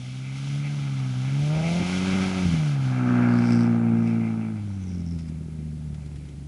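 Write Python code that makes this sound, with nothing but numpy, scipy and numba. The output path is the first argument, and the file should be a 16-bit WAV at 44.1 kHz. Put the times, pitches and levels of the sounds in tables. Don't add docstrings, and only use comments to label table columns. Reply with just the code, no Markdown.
import sys
import numpy as np
from scipy import signal
from scipy.fft import rfft, irfft
from scipy.io import wavfile
from scipy.ndimage import uniform_filter1d
from numba import njit

SR = 44100
rng = np.random.default_rng(int(sys.argv[2]) if len(sys.argv) > 2 else 0)


def inscribe(sig):
    pcm = np.round(np.clip(np.atleast_2d(sig).T, -1, 1) * 32767)
    wavfile.write(sys.argv[1], SR, pcm.astype(np.int16))


N = 285327
LIFT_S = 4.57

MULTIPLES = (.5, 1, 1.5, 2, 2.5, 3, 4)
# time in seconds, change of strength as a share of the normal one,
# strength of the thump in relative dB.
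STUMBLES = [(1.799, -0.98, -25), (1.813, 0.9, -26), (1.823, -1.1, -21), (1.829, .6, -36),
            (1.844, -0.76, -37), (2.435, 0.16, -32), (2.446, -0.46, -31), (2.457, 0.79, -26),
            (2.472, -0.42, -39), (2.479, -0.18, -29), (2.491, 0.37, -47), (2.51, -0.83, -37),
            (2.542, 0.94, -23), (4.915, 0.3, -34), (5.162, 0.61, -38), (5.3, 0.6, -41),
            (6.063, 0.83, -39.5)]
# seven levels in dB over the hum, one per multiple, before the pipe;
# unevenness 0-1; rasp in dB over the exhaust gas; fine hiss in dB over the intake roar.
NOSE_ON = (-65, -0.5, -15.5, -12, -35, -29.5, -44.5, 0.2343, 0, 1.8)
PULLING = (-16.5, -1.5, -23.5, -13, -23, -18.5, -20.5, 0.43, -9.5, -0.5)
SPINNING = (-10, -1.7, -6.5, -9.5, -33, -22, -42, 0.46, -0.7, -0.5)
STUMBLING = (-6, -2, -14.5, -24, -38, -42, -38, 0.65, -1.2, 0.8)
SLOWING = (-32, -1.5, -19.5, -13.5, -26.5, -32, -43, 0.2, -1, -.2)
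LIFTING = (-30, -2.5, -12.5, -10.5, -30, -14.5, -39, 0.32, -4, -2.5)
FADING = (-22, -1, -7, -7, -10, -27, -16.5, 0.48, -7, -1)
TAIL_ON = (-26, -6.5, -13, -3.5, -14.5, -14.5, -29.5, 0.14, 1, -6.5)
TAIL_FAR = (-41, -7.5, -13, -3.5, -16.5, -13.5, -25, 0.17, -6, -11.5)
COASTING = (-30, -2, -8, -3.5, -7.5, -13.5, -54, 0.38, -4, -4)


def undb(db):
    return 10 ** (np.asarray(db) / 20)


def unit(x):
    return x / np.sqrt(np.mean(x ** 2))


def curves(table):
    s, *columns = np.transpose(table)
    return [np.interp(np.arange(N) / SR, s, column) for column in columns]


@njit
def svf(x, hz, width):
    y, band_state, low_state = np.empty(len(x)), 0., 0.
    for i in range(len(x)):
        g, damping = np.tan(np.pi * hz[i] / SR), width / hz[i]
        v = (band_state + g * (x[i] - low_state)) / (1 + g * (g + damping))
        band_state = 2 * v - band_state
        low_state = low_state + 2 * g * v
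        y[i] = damping * v
    return y


def band(x, hz, width_hz):
    hz = hz * np.ones(N)
    once = svf(x + 1e-18, hz, float(width_hz))
    return svf(once, hz, float(width_hz))


def ring(x, modes):
    total = np.zeros(N)
    for k, (hz, width_hz, db) in enumerate(modes):
        total += (-1) ** k * undb(db) * unit(band(x, hz, width_hz))
    return unit(total)


def noise():
    return rng.standard_normal(N)


def walk(rate):
    k = int(SR / rate)
    held = np.repeat(rng.standard_normal(N // k + 1), k)
    return 0.95 * uniform_filter1d(uniform_filter1d(held, k), k)[:N]


def clicks(times, sizes):
    out = np.zeros(N)
    out[(np.asarray(times) * SR).astype(int)] = sizes
    return out


def firing_starts(cycle):
    return np.diff(cycle, prepend=0)


def hum(turns, levels_db, uneven):
    # centre in Hz, width in Hz, relative level in dB.
    burble_modes = [(127.45, 175, -7), (270, 250, -11), (353, 113, -7.5)]
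    t = np.arange(N) / SR
    chance = rng.standard_normal((1200, 2))
    strength = 1 + 0.37 * uneven * np.interp(turns, np.arange(1200), chance[:, 0])
    late = 0.09 * uneven * np.interp(turns, np.arange(1200), chance[:, 1])
    for s, change, _ in STUMBLES:
        strength = strength * (1 + change * np.exp(-((t - s) / 0.0031) ** 2))
    pattern = np.where(t < LIFT_S, 1, .4 * walk(30))
    tone = np.zeros(N)
    for m, db in zip(MULTIPLES, levels_db):
        partial = np.cos(2 * np.pi * m * (turns + late) - 0.83 * m ** 2)
        tone += undb(db) * (pattern if m % 1 else 1) * partial
    strength = strength * undb(5 * np.clip(uneven, 0, .25) * walk(12))
    cycle = np.floor(turns).astype(int)
    burble = ring(firing_starts(cycle) * chance[cycle, 0], burble_modes)
    return np.sqrt(2) * strength * tone + 0.54 * uneven * undb(levels_db[3]) * burble


def firing_puffs(cycle, turns):
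    size_db = 3.4 * rng.standard_normal(1200) - 0.32 * (np.arange(1200) % 2)
    return undb(size_db)[cycle] * np.exp(-(turns % 1) / .3)


def firing_pulses(cycle, turns, lopsided):
    # strength in dB, lateness in firings when strong and weak alternate fully.
    cylinders = [(0, 0), (-1, .06), (0, .12), (-2, .18)]
    lopsided = np.clip(lopsided, 0, 1)
    pulses = firing_starts(cycle) * undb(.8 * rng.standard_normal(1200)[cycle])
    pulses = pulses * (1 + lopsided * (-1) ** cycle)
    at = np.flatnonzero(pulses)[1:-1]
    own_db, late = np.transpose(cylinders)[:, cycle[at] % 4]
    rate_hz = np.gradient(turns)[at] * SR
    return clicks(at / SR + late * lopsided[at] / rate_hz, pulses[at] * undb(own_db))


def tailpipe(puff, pulses, buzz_db, bark_db):
    # centre in Hz, width in Hz, relative level in dB.
    bark_modes = [(490, 260, -0.5), (670, 310, 1), (830, 347, 5.5)]
    buzz_modes = [(599.4, 84, 6), (714, 77, 4), (804, 88, 6.5), (924, 51, -0.5), (1280, 310, -1)]
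    bark = ring((0.36 + puff) * noise(), bark_modes)
    return undb(bark_db) * bark + undb(buzz_db) * ring(pulses, buzz_modes)


def rasp(puff, pulses):
    # centre in Hz, width in Hz, relative level in dB.
    rasp_modes = [(1288, 420, 8), (1654, 460, 1.5)]
    return ring((1.9 + puff) * noise(), rasp_modes) + .5 * ring(pulses, rasp_modes)


def intake_roar(puff, pulses):
    # centre in Hz, width in Hz, relative level in dB.
    intake_modes = [(2091, 225, 1), (2325, 166, -1), (2610, 335, -2.5)]
    roar = ring((0.87 + puff) * undb(3.3 * walk(22.1)) * noise(), intake_modes)
    return roar + .4 * ring(pulses, intake_modes)


def fine_hiss(puff):
    # centre in Hz, width in Hz, relative level in dB.
    fine_modes = [(3090, 1200, 3), (4320, 2700, -2.5), (5900, 2950, 0.5), (10170, 4300, -11)]
    return ring((7.7 + puff) * undb(1.6 * walk(20)) * noise(), fine_modes)


def night():
    # frequency in Hz, relative level in dB per Hz.
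    hiss_shape = [(310, -26), (520, 1), (1050, -9), (1820, -8), (2170, -12.5), (2880, -11.5), (11000, -15),
                  (14300, -52), (22000, -120)]
    hiss_db, rumble_db = -59.5, -56
    hz = np.maximum(np.arange(N // 2 + 1) * SR / N, 1)
    at, db = np.transpose(hiss_shape)
    hiss = irfft(rfft(noise()) * undb(np.interp(np.log(hz), np.log(at), db)), N)
    low, upper = unit(band(noise(), 55, 90)), unit(band(noise(), 221, 135))
    rumble = undb(walk(2.78)) * (low + 2.06 * upper)
    return undb(hiss_db) * unit(hiss) + undb(rumble_db) * rumble


def thumps():
    s, _, db = np.transpose(STUMBLES)
    push = clicks(s, undb(db))
    return 60 * (band(push, 130, 70) + 2.6 * band(push, 253, 123))


def whistle_bursts():
    # start in seconds, length in seconds, centre in Hz, relative level in dB.
    burst_rows = [(3.34, .06, 4730, -52), (3.47, 0.11, 5210, -46.5), (4.06, 0.018, 5470, -58),
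                  (4.68, 0.094, 5740, -66), (4.79, 0.091, 6050, -62), (4.88, .08, 5570, -56.5),
                  (4.985, .035, 5500, -59.5), (5.055, .04, 5524, -60), (5.1, 0.13, 5280, -61.5),
                  (5.255, 0.025, 5070, -62)]
    rush_edge_s, chirp_edge_s = 0.18, 0.015
    sag_hz_per_s = 1500
    t, gain = np.arange(N) / SR, np.zeros(N)
    hz = np.full(N, float(burst_rows[0][2]))
    for s, length, centre_hz, db in burst_rows:
        edge = rush_edge_s if s < LIFT_S else chirp_edge_s
        inside = np.minimum(t - s, s + length - t)
        gain = np.maximum(gain, undb(db) * np.clip(1 + inside / edge, 0, 1) ** 2)
        since = t[t > s - edge / 2] - s - length / 2
        hz[N - len(since):] = centre_hz - (s > LIFT_S) * sag_hz_per_s * np.minimum(since, length)
    return uniform_filter1d(hz, size=400), gain


def turbo_whistle(puff):
    hz, gain = whistle_bursts()
    chopped = (.15 + puff) * noise()
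    rush = unit(band(chopped, hz, 1500)) + .3 * unit(band(chopped, 1.42 * hz, 2400))
    chirp = unit(band(chopped, hz, 920))
    return gain * np.where(np.arange(N) < LIFT_S * SR, rush, chirp)


def ticks():
    # time in seconds, relative level in dB.
    tick_rows = [(4.0742, -49), (4.9302, -54), (5.1882, -47), (5.285, -49.5), (5.9435, -50), (6.0595, -53),
                 (6.1589, -50), (6.2542, -55), (6.2874, -52)]
    s, db = np.transpose(tick_rows)
    tail = np.exp(-np.arange(1500) / SR / 0.011)
    envelope = np.convolve(clicks(s, undb(db)), tail)[:N]
    return 1.74 * band(envelope * noise(), 1700, 6865)


def scene():
    # time in seconds, firing rate in Hz.
    revs = [(0, 125.5), (.11, 127.5), (.59, 142.6), (.72, 145), (.88, 137.4), (1.15, 125.6), (1.22, 128.7),
            (1.48, 149.6), (1.77, 174.6), (1.93, 183), (2.07, 188), (2.22, 189), (2.43, 184), (2.52, 165),
            (2.67, 147.5), (2.86, 129.5), (3.08, 123), (3.3, 120), (3.84, 115.4), (4.16, 114), (4.5, 109.7),
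            (4.6, 104.5), (4.94, 88.3), (5.27, 80.3), (5.58, 77.8), (6.47, 70.3)]
    # time in seconds, exhaust hum, exhaust gas, intake and tyre roar, all in dB.
    base_levels = [(0, -36, -59.5, -53.5), (.55, -29.5, -53, -49.5), (.9, -29, -51.5, -50.5),
                   (1.15, -28, -50, -52.5), (1.43, -22.5, -47, -45), (1.58, -23, -38.5, -43.5),
                   (1.78, -26, -38, -39.5), (2.0, -27.5, -42, -40), (2.22, -24.5, -39, -39),
                   (2.41, -28, -43, -40.5), (2.46, -24, -43.5, -43.5), (2.57, -23.5, -44.5, -44),
                   (2.8, -23.5, -45.5, -49), (2.97, -22, -42, -47), (3.2, -20, -36, -46),
                   (3.55, -19, -39, -44), (3.8, -20.5, -41.5, -52.5), (3.95, -20, -43.5, -54),
                   (4.07, -22, -44, -48), (4.48, -27, -49, -53.5), (4.62, -30, -57, -59.5),
                   (4.96, -31, -61, -62.5), (5.6, -34, -67.5, -68), (6.1, -33.5, -63, -67.5),
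                   (6.47, -36, -71, -68.5)]
    # time in seconds, voice,
    # share of clean pulses in the exhaust gas 0-1.
    story = [(0.0, NOSE_ON, .25), (1.3, NOSE_ON, .4), (1.58, PULLING, .7), (1.78, PULLING, .7),
             (1.93, SPINNING, .35), (2.42, SPINNING, .45), (2.46, STUMBLING, .2), (2.54, STUMBLING, .2),
             (2.64, SLOWING, .2), (2.85, SLOWING, .3), (3.08, TAIL_ON, .6), (3.3, TAIL_ON, .6),
             (3.8, TAIL_FAR, .55), (4.5, TAIL_FAR, .65), (4.62, LIFTING, .3), (4.94, COASTING, .3),
             (5.85, COASTING, .3), (6.1, FADING, .3)]
    # frequency in Hz, gain in dB.
    pipe = [(60, -9.5), (90, 1), (190, 3), (245, 2.5), (290, -4.5), (400, -3.5), (520, 2.5), (680, 5.5)]
    hz, = curves(revs)
    turns = np.cumsum(hz) / SR
    cycle = np.floor(turns).astype(int)
    hum_db, gas_db, intake_db = curves(base_levels)
    *orders_db, uneven, rasp_db, fine_db, clean = curves([(s, *voice, share) for s, voice, share in story])
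    buzz_db, bark_db = 10 * np.log10(clean), 10 * np.log10(1 - clean)
    at, pipe_db = np.transpose(pipe)
    levels_db = []
    for m, db in zip(MULTIPLES, orders_db):
        levels_db.append(hum_db + db + np.interp(np.log(m * hz), np.log(at), pipe_db))
    lopsided = 1.25 * undb(levels_db[2] - levels_db[1])
    puff = firing_puffs(cycle, turns)
    pulses = firing_pulses(cycle, turns, lopsided)
    car = hum(turns, levels_db, uneven)
    car += tailpipe(puff, pulses, gas_db + buzz_db, gas_db + bark_db)
    car += undb(gas_db + rasp_db) * rasp(puff, pulses)
    car += undb(intake_db) * intake_roar(puff, pulses)
    car += undb(intake_db + fine_db) * fine_hiss(puff)
    car += thumps() + turbo_whistle(puff)
    return (car + night() + ticks())[None]


def record(dry):
    # centre in Hz, width in Hz, depth 0-1.
    housing_dips = [(1072.4, 930, 0.18), (1795, 51, 0.41)]
    low_hz, top_hz = 34.5, 11100
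    dry = signal.sosfilt(signal.butter(2, low_hz, "high", fs=SR, output="sos"), dry)
    for hz, width_hz, depth in housing_dips:
        dry = dry - depth * svf(dry[0], hz * np.ones(N), float(width_hz))
    return signal.sosfilt(signal.ellip(10, .2, 70, top_hz, fs=SR, output="sos"), dry)


dry = scene()
out = record(dry)
inscribe(out)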